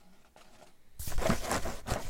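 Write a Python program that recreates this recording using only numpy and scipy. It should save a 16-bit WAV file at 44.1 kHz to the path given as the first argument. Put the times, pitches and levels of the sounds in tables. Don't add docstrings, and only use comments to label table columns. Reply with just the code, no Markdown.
import sys
import numpy as np
from scipy import signal
from scipy.fft import rfft, irfft, next_fast_len
from scipy.io import wavfile

SR = 44100
rng = np.random.default_rng(int(sys.argv[2]) if len(sys.argv) > 2 else 0)


def waveform_to_disk(signal):
    frames = np.transpose(np.atleast_2d(signal))
    scaled = np.clip(frames, -1, 1) * 32767
    samples = np.round(scaled).astype(np.int16)
    wavfile.write(sys.argv[1], SR, samples)


def to_linear_factor(level_db):
    exponent = np.asarray(level_db, float) / 20
    return 10 ** exponent


N = 92257
TIME = np.arange(N) / SR

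# pitch in Hz, level in dB, t60 in seconds.
BOX_MODES = [(244, 6.5, 0.042), (354.5, 1, 0.072), (586, 3, 0.059), (638.4, 3.5, 0.056), (820, -19, 0.036),
             (975, -7.5, 0.066), (1340, -4.5, 0.016), (1390, -11, 0.063), (1540, -22, 0.049),
             (1847, -14, 0.065), (2750, -38, 0.09), (3056, -20, 0.041)]
# pitch in Hz, level in dB, t60 in seconds.
WALL_MODES = [(200, 6.5, 0.065), (250, 0, .1), (384, -1.5, 0.097), (618, 0.5, 0.1), (766, -0.5, 0.11),
              (830, -1.5, 0.16), (1444, -4.5, 0.077), (1800, -16, 0.047), (2600, -11, 0.044)]


def rms_one(x):
    return x / np.sqrt(np.mean(x ** 2) + 1e-20)


def in_time(rows):
    s, *columns = np.transpose(rows)
    return [np.interp(TIME, s, column, left=-150, right=-150) for column in columns]


def drift(rate):
    r = np.exp(-2 * np.pi * rate * 20 / SR)
    noise = rng.standard_normal(N // 20 + 2002)
    slow = signal.lfilter([1], [1, -2 * r, r * r], noise)[2000:]
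    return np.interp(np.arange(N) / 20, np.arange(len(slow)), rms_one(slow))


def colour(x, points):
    hz, db = np.transpose(points)
    log_hz = np.log(np.maximum(np.arange(N // 2 + 1) * SR / N, 1))
    gain = to_linear_factor(np.interp(log_hz, np.log(hz), db, left=-120))
    return rms_one(irfft(rfft(x) * gain, N))


def ring(x, modes):
    out = 0
    for k, (hz, db, t60) in enumerate(modes):
        r = to_linear_factor(-60 / (t60 * SR))
        w = 2 * np.pi * hz / SR
        mode = signal.lfilter([0, to_linear_factor(db) * np.sin(w)], [1, -2 * r * np.cos(w), r * r], x + 1e-18)
        out = out + (-1) ** k * mode
    return out


def grains(per_s, spread_db, clump_db):
    size = to_linear_factor(spread_db * np.minimum(rng.exponential(1, N), 5)) * rng.choice([-1, 1], N)
    chance = per_s * to_linear_factor(clump_db * drift(60.0)) / SR
    return rms_one(size * (rng.random(N) < chance))


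def patchy(x, patch_db, rate):
    size = next_fast_len(N)
    edges = np.geomspace(100, SR / 2, num=44)
    spectrum, out = rfft(x, size), 0
    band = np.searchsorted(edges, np.arange(len(spectrum)) * SR / size)
    for k in range(len(edges) + 1):
        out = out + to_linear_factor(patch_db * drift(rate)) * irfft(spectrum * (band == k), size)[:N]
    return rms_one(out)


def strike(s, db, modes, damping, uneven_db):
    luck, out = rng.normal(0, 1, (len(s), len(modes), 2)), 0
    for k, (hz, level_db, t60) in enumerate(modes):
        clicks = np.zeros(N)
        clicks[(s * SR).astype(int)] = to_linear_factor(db + uneven_db * luck[:, k, 0]) * np.sign(luck[:, k, 1])
        out = out + ring(clicks, [(hz, 0.5 * level_db, damping * t60)])
    return out


def soft_contact(x):
    return signal.sosfilt(signal.butter(1, 2600, fs=SR, output="sos"), x)


def drag():
    # time in seconds, pressure in dB, dry rasp over body in dB.
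    shove_tables = [
        [(1.06, -72, 10), (1.08, -49, 2.5), (1.096, -55.5, 6.5), (1.124, -38.5, -13), (1.145, -55, 2.5),
         (1.17, -79, 22)],
        [(1.18, -48, -8), (1.2, -43, -8), (1.232, -32, -14.5), (1.25, -32.5, -13), (1.266, -30, -14.5),
         (1.285, -37.5, -7), (1.33, -34.5, -12.5), (1.352, -43, -3.5), (1.41, -54.5, 4.5)],
        [(1.41, -50.5, -0.5), (1.442, -42.5, -4), (1.504, -36, -9.5), (1.53, -31, -10.5), (1.568, -30.5, -13),
         (1.594, -44, -8.5), (1.62, -64, 9)],
        [(1.62, -53.5, 3.5), (1.66, -37.5, -12.5), (1.762, -50, -4), (1.804, -52.5, -6), (1.83, -67, -12),
         (1.858, -59, -8)],
        [(1.86, -48.5, -23), (1.88, -42, -10), (1.908, -33.5, -10), (1.94, -34.5, -12), (1.952, -43.5, -4.5),
         (1.974, -39.5, -18.5), (2.026, -53, 2.5), (2.09, -49.5, -5)],
    ]
    # frequency in Hz, level in dB per Hz.
    body_colour = [(60, -3), (245, -13), (420, -5.5), (655, 0), (885, -5.5), (1930, -9.5), (4000, -38),
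                   (8000, -58)]
    # frequency in Hz, level in dB per Hz.
    rasp_colour = [(1500, -11.5), (2500, -2), (5000, -1), (7550, 0), (8800, -4), (15900, -14)]
    shoves = [in_time(rows) for rows in shove_tables]
    force = sum(to_linear_factor(db) for db, over_db in shoves)
    rasp = sum(to_linear_factor(db + over_db) for db, over_db in shoves)

    catches = grains(per_s=3000, spread_db=2.5, clump_db=2.0)
    body = to_linear_factor(-1.0) * colour(catches, body_colour) + to_linear_factor(-2.5) * rms_one(ring(catches, BOX_MODES))
    body = patchy(body, patch_db=1.8, rate=18.0)
    fine_catches = grains(per_s=13000, spread_db=1.5, clump_db=3.5)
    grit = patchy(colour(0.75 * catches + fine_catches, rasp_colour), patch_db=2.0, rate=15.0)

    dull = signal.sosfiltfilt(signal.butter(2, 8060, fs=SR, output="sos"), grit)
    grit = dull + (grit - dull) * np.sqrt(np.clip(force / to_linear_factor(-55), 0, 1))
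    return force * to_linear_factor(1.07 * drift(17.0)) * body + to_linear_factor(1.5) * rasp * grit


def edge_knocks():
    # time in seconds, body level in dB, snap level in dB.
    knock_rows = [
        (0.996, -42, -49),
        (1.078, -34, -42),
        (1.1801, -25.5, -36),
        (1.3005, -21, -33),
        (1.5145, -21, -30),
        (1.3076, -16.5, -52),
        (1.562, -39, -44),
        (1.863, -49, -62),
        (1.938, -36, -30),
    ]
    # pitch in Hz, level in dB, t60 in seconds.
    snap_modes = [(3360, -8, 0.0032), (5570, 9, 0.0023), (7600, -16, 0.0056), (9800, -19, 0.006)]
    s, body_db, snap_db = np.transpose(knock_rows)
    body = soft_contact(strike(s, body_db - 12, BOX_MODES[1:], damping=0.3, uneven_db=2.0))
    return body + strike(s, snap_db + 1, snap_modes, damping=0.7, uneven_db=1.5)


def thumps():
    # time in seconds, peak in dB, pitch in Hz, t60 in seconds.
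    thump_rows = [(0.996, -30.5, 71, 0.11), (1.075, -21.5, 89, 0.025), (1.178, -16, 35.5, 0.064),
                  (1.257, -23.5, 645, 0.098), (1.2935, -18, 178, 0.048), (1.2995, -21, 228, 0.098),
                  (1.303, -24.5, 47, 0.15), (1.314, -24, 100, 0.07), (1.599, -41, 61, 0.053),
                  (1.885, -29, 120, 0.046), (1.915, -27, 53, 0.091), (2.05, -37.5, 121, 0.068),
                  (1.155, -42, 30, 0.035), (1.106, -36, 95, 0.059), (1.217, -33.5, 490, 0.2),
                  (1.434, -39.5, 640, 0.15), (1.48, -32, 675, 0.15), (1.516, -30, 795, 0.13),
                  (1.537, -34, 640, 0.079), (1.651, -37, 650, 0.12), (1.883, -38, 720, .05),
                  (1.934, -27, 565, 0.031), (1.959, -28.5, 640, 0.066), (1.969, -34, 650, 0.09),
                  (1.997, -38, 920, 0.064), (1.918, -22, 116, .05), (1.32, -31, 60, .06),
                  (0.54, -53.5, 673, .05), (2.3, -42, 185, .08), (1.747, -42.5, 480, 0.065),
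                  (1.2, -48, 270, 0.037), (0.55, -57, 90, 0.084)]
    out = 0
    for s, db, hz, t60 in thump_rows:
        blow = (np.arange(N) == int(s * SR)) + 1e-18
        soft_blow = signal.lfilter(*signal.butter(3, 5 * hz, fs=SR), blow)
        out = out + ring(soft_blow, [(hz, db, t60)])
    return out


def fibre_ticks():
    # time in seconds, peak in dB, pitch in Hz.
    tick_rows = [(.2475, -50.5, 1390), (.256, -61, 675), (.385, -53, 1870), (.411, -46.5, 2870),
                 (.416, -47, 1230), (.419, -51, 3880), (.551, -52, 2700), (.627, -44.5, 720),
                 (.672, -57, 2850), (1.018, -47, 1590), (1.119, -34.5, 1670), (1.121, -41, 656),
                 (1.2043, -44, 7040), (1.219, -36, 7000), (1.2225, -32, 1300), (1.2325, -31, 1030),
                 (1.26, -29, 2160), (1.2705, -27, 6200), (1.2715, -29.5, 3240), (1.3005, -27, 4450),
                 (1.301, -26, 2590), (1.3035, -18.5, 1256), (1.506, -34, 1750), (1.5148, -19.5, 10600),
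                 (1.515, -23.5, 7600), (1.515, -21.5, 1050), (1.5285, -25, 7200), (1.532, -32, 6000),
                 (1.5445, -24, 5630), (1.5465, -29, 7800), (1.5525, -31, 5000), (1.554, -22, 1330),
                 (1.5555, -30, 7400), (1.5635, -23, 7500), (1.58, -33, 6740), (1.6757, -43, 3820),
                 (1.6812, -33, 5950), (1.871, -39.5, 3580), (1.894, -35, 5240), (1.905, -29.5, 700),
                 (1.922, -32, 7650), (1.9375, -27, 6700), (1.998, -47, 2900), (2.049, -41, 2300),
                 (2.067, -43, 2280)]
    out = 0
    for s, db, hz in tick_rows:
        t60 = 0.0015 + 20.0 / hz
        out = out + ring(np.arange(N) == int(s * SR), [(hz, db, t60)])
    return out


def palm_slip():
    # frequency in Hz, level in dB per Hz.
    palm_colour = [(250, -17), (1550, -20.5), (2700, -21), (4300, -11.5), (8340, -6), (15900, -9)]
    knots = 0.99 + np.cumsum([0, 0.0047, 0.094, 0.12])
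    slip = to_linear_factor(np.interp(TIME, knots, [-40, -4.5, 0, -22], left=-150, right=-150))
    hiss = colour(grains(per_s=30000, spread_db=0.5, clump_db=1.0), palm_colour)
    hiss = patchy(hiss, patch_db=1.6, rate=21.0)
    dull = signal.sosfilt(signal.butter(2, 6930, fs=SR, output="sos"), hiss)
    slow = np.clip((TIME - 1.064) / 0.11, 0, 0.9)
    return to_linear_factor(-40) * slip * ((1 - slow) * hiss + slow * dull)


def skin_squeak():
    # pitch at the start in Hz, pitch at the end in Hz, level in dB.
    squeak_partials = [(3750, 4300, -77), (7500, 8600, -75), (9800, 11400, -78)]
    start_s, end_s = 0.95, 0.997
    progress = np.clip((TIME - start_s) / (end_s - start_s), 0, 1)
    swell = np.sqrt(progress) * (progress < 1)
    out = 0
    for from_hz, to_hz, db in squeak_partials:
        hz = (from_hz + (to_hz - from_hz) * progress) * (1 + 0.0036 * drift(150.0))
        tone = np.sin(2 * np.pi * np.cumsum(hz) / SR)
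        out = out + to_linear_factor(db + 3.9 * drift(90.0)) * swell * tone
    return out


def print_creaks():
    # start in seconds, end in seconds, pitch in Hz, width in Hz, level in dB.
    creak_rows = [
        (.632, .662, 10100, 150, -79),
        (0.688, .77, 9300, 150, -83),
        (0.723, 1.01, 3900, 250, -82.5),
        (0.757, 1.007, 2020, 350, -78.5),
    ]
    out = 0
    for start, end, hz, width_hz, db in creak_rows:
        tone = rms_one(ring(rng.standard_normal(N), [(hz, 0, 2.0 / width_hz)]))
        fade = np.clip(np.minimum(TIME - start, end - TIME) / 0.0074, 0, 1)
        out = out + to_linear_factor(db) * fade * tone
    return out


def finger_rubs():
    # start in seconds, length in seconds, level in dB, hiss over wall in dB.
    rub_rows = [(-.03, 0.043, -59, -6.5), (0.029, 0.097, -68.5, -4), (0.125, 0.1, -65.5, -2.5),
                (.245, 0.025, -61, -6.5), (0.367, 0.029, -58, 1), (0.405, 0.015, -62.5, 4),
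                (0.441, 0.12, -63.5, -1), (0.526, 0.04, -66, -3), (0.58, 0.057, -57.5, -7),
                (0.618, 0.021, -61.5, -0.5), (0.663, 0.019, -62, 3), (0.694, 0.071, -74, -4)]
    # frequency in Hz, level in dB per Hz.
    skin_colour = [(120, -33), (377, -5), (750, -4.5), (950, -8.5), (4750, -14), (10500, -22), (15900, -41)]
    rise_s, fall_db_per_s = 0.005, 454
    s, length, db, bright_db = np.transpose(rub_rows)[:, :, None]
    fall_db = fall_db_per_s * np.maximum(TIME - s - length, 0)
    shape = np.clip((TIME - s) / rise_s, 0, 1) * to_linear_factor(db - fall_db)
    rub = grains(per_s=12000, spread_db=1.0, clump_db=1.26)
    hiss = patchy(colour(rub, skin_colour), patch_db=2.5, rate=12.5)
    wall = rms_one(ring(rub, WALL_MODES))
    return (shape * to_linear_factor(bright_db)).sum(0) * to_linear_factor(-1) * hiss + shape.sum(0) * to_linear_factor(-4) * wall


def panel_hum():
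    start_s, length_s = 0.016, 0.14
    swell = np.sin(np.pi * np.clip((TIME - start_s) / length_s, 0, 1))
    hz = 187 + 7.7 * drift(24.0)
    return to_linear_factor(-59.5) * swell * np.sin(2 * np.pi * np.cumsum(hz) / SR)


def fingertip_taps():
    # time in seconds, peak in dB.
    tap_rows = [
        (0.249, -58),
        (.363, -42),
        (.482, -52),
        (0.6128, -42),
    ]
    s, db = np.transpose(tap_rows)
    return soft_contact(strike(s, db - 7, WALL_MODES[3:], damping=0.25, uneven_db=1.5))


def room(x):
    t60_s, wall_cut_hz = 0.18, 3400
    size = next_fast_len(N + SR)
    w = 2 * np.pi * np.arange(size // 2 + 1) / size
    dull = 1 / (1 + 1j * w * SR / (2 * np.pi * wall_cut_hz))
    echoes = 0
    for k, delay_s in enumerate(rng.uniform(0.012, 0.035, size=8)):
        loop = to_linear_factor(-60 * delay_s / t60_s) * dull * np.exp(-1j * w * delay_s * SR)
        echoes = echoes + (-1) ** k * loop / (1 - loop)
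    return irfft(rfft(x, size) * echoes, size)[:N]


def table_sway():
    # time in seconds, level in dB.
    sway_rows = [(0, -55), (.35, -54.5), (.66, -54), (.8, -56), (.97, -49.5), (1.1, -37.5), (1.16, -26.5),
                 (1.2, -31.5), (1.33, -28), (1.42, -32.5), (1.5, -39), (1.62, -25), (1.83, -38.5),
                 (1.92, -32), (2.0, -36.5), (2.09, -26)]
    # frequency in Hz, level in dB per Hz.
    sway_colour = [(4, -5.5), (8, 19.5), (17, -8.5), (43, -7.5), (160, -22), (300, -52)]
    db, = in_time(sway_rows)
    return to_linear_factor(db - 2.0 + 1.5 * drift(1.4)) * colour(rng.standard_normal(N), sway_colour)


def noise_floor():
    # frequency in Hz, level in dB per Hz.
    floor_colour = [(40, -21), (130, -23.5), (230, -18.5), (1550, -33.5), (3440, -36), (15900, -39.5)]
    return to_linear_factor(-71) * colour(rng.standard_normal(N), floor_colour)


def scene():
    box = drag() + edge_knocks() + thumps() + fibre_ticks()
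    hands = palm_slip() + skin_squeak() + print_creaks() + finger_rubs() + panel_hum() + fingertip_taps()
    close = box + hands
    return (close + to_linear_factor(-20.5) * room(close) + table_sway() + noise_floor())[None]


def band_limit(x):
    return signal.sosfilt(signal.butter(12, 16010, fs=SR, output="sos"), x)


def record(dry):
    top_cut = signal.cheby2(14, 60, 16900, fs=SR, output="sos")
    mix = signal.sosfilt(top_cut, dry)
    return band_limit(mix)


dry = scene()
out = record(dry)
waveform_to_disk(out)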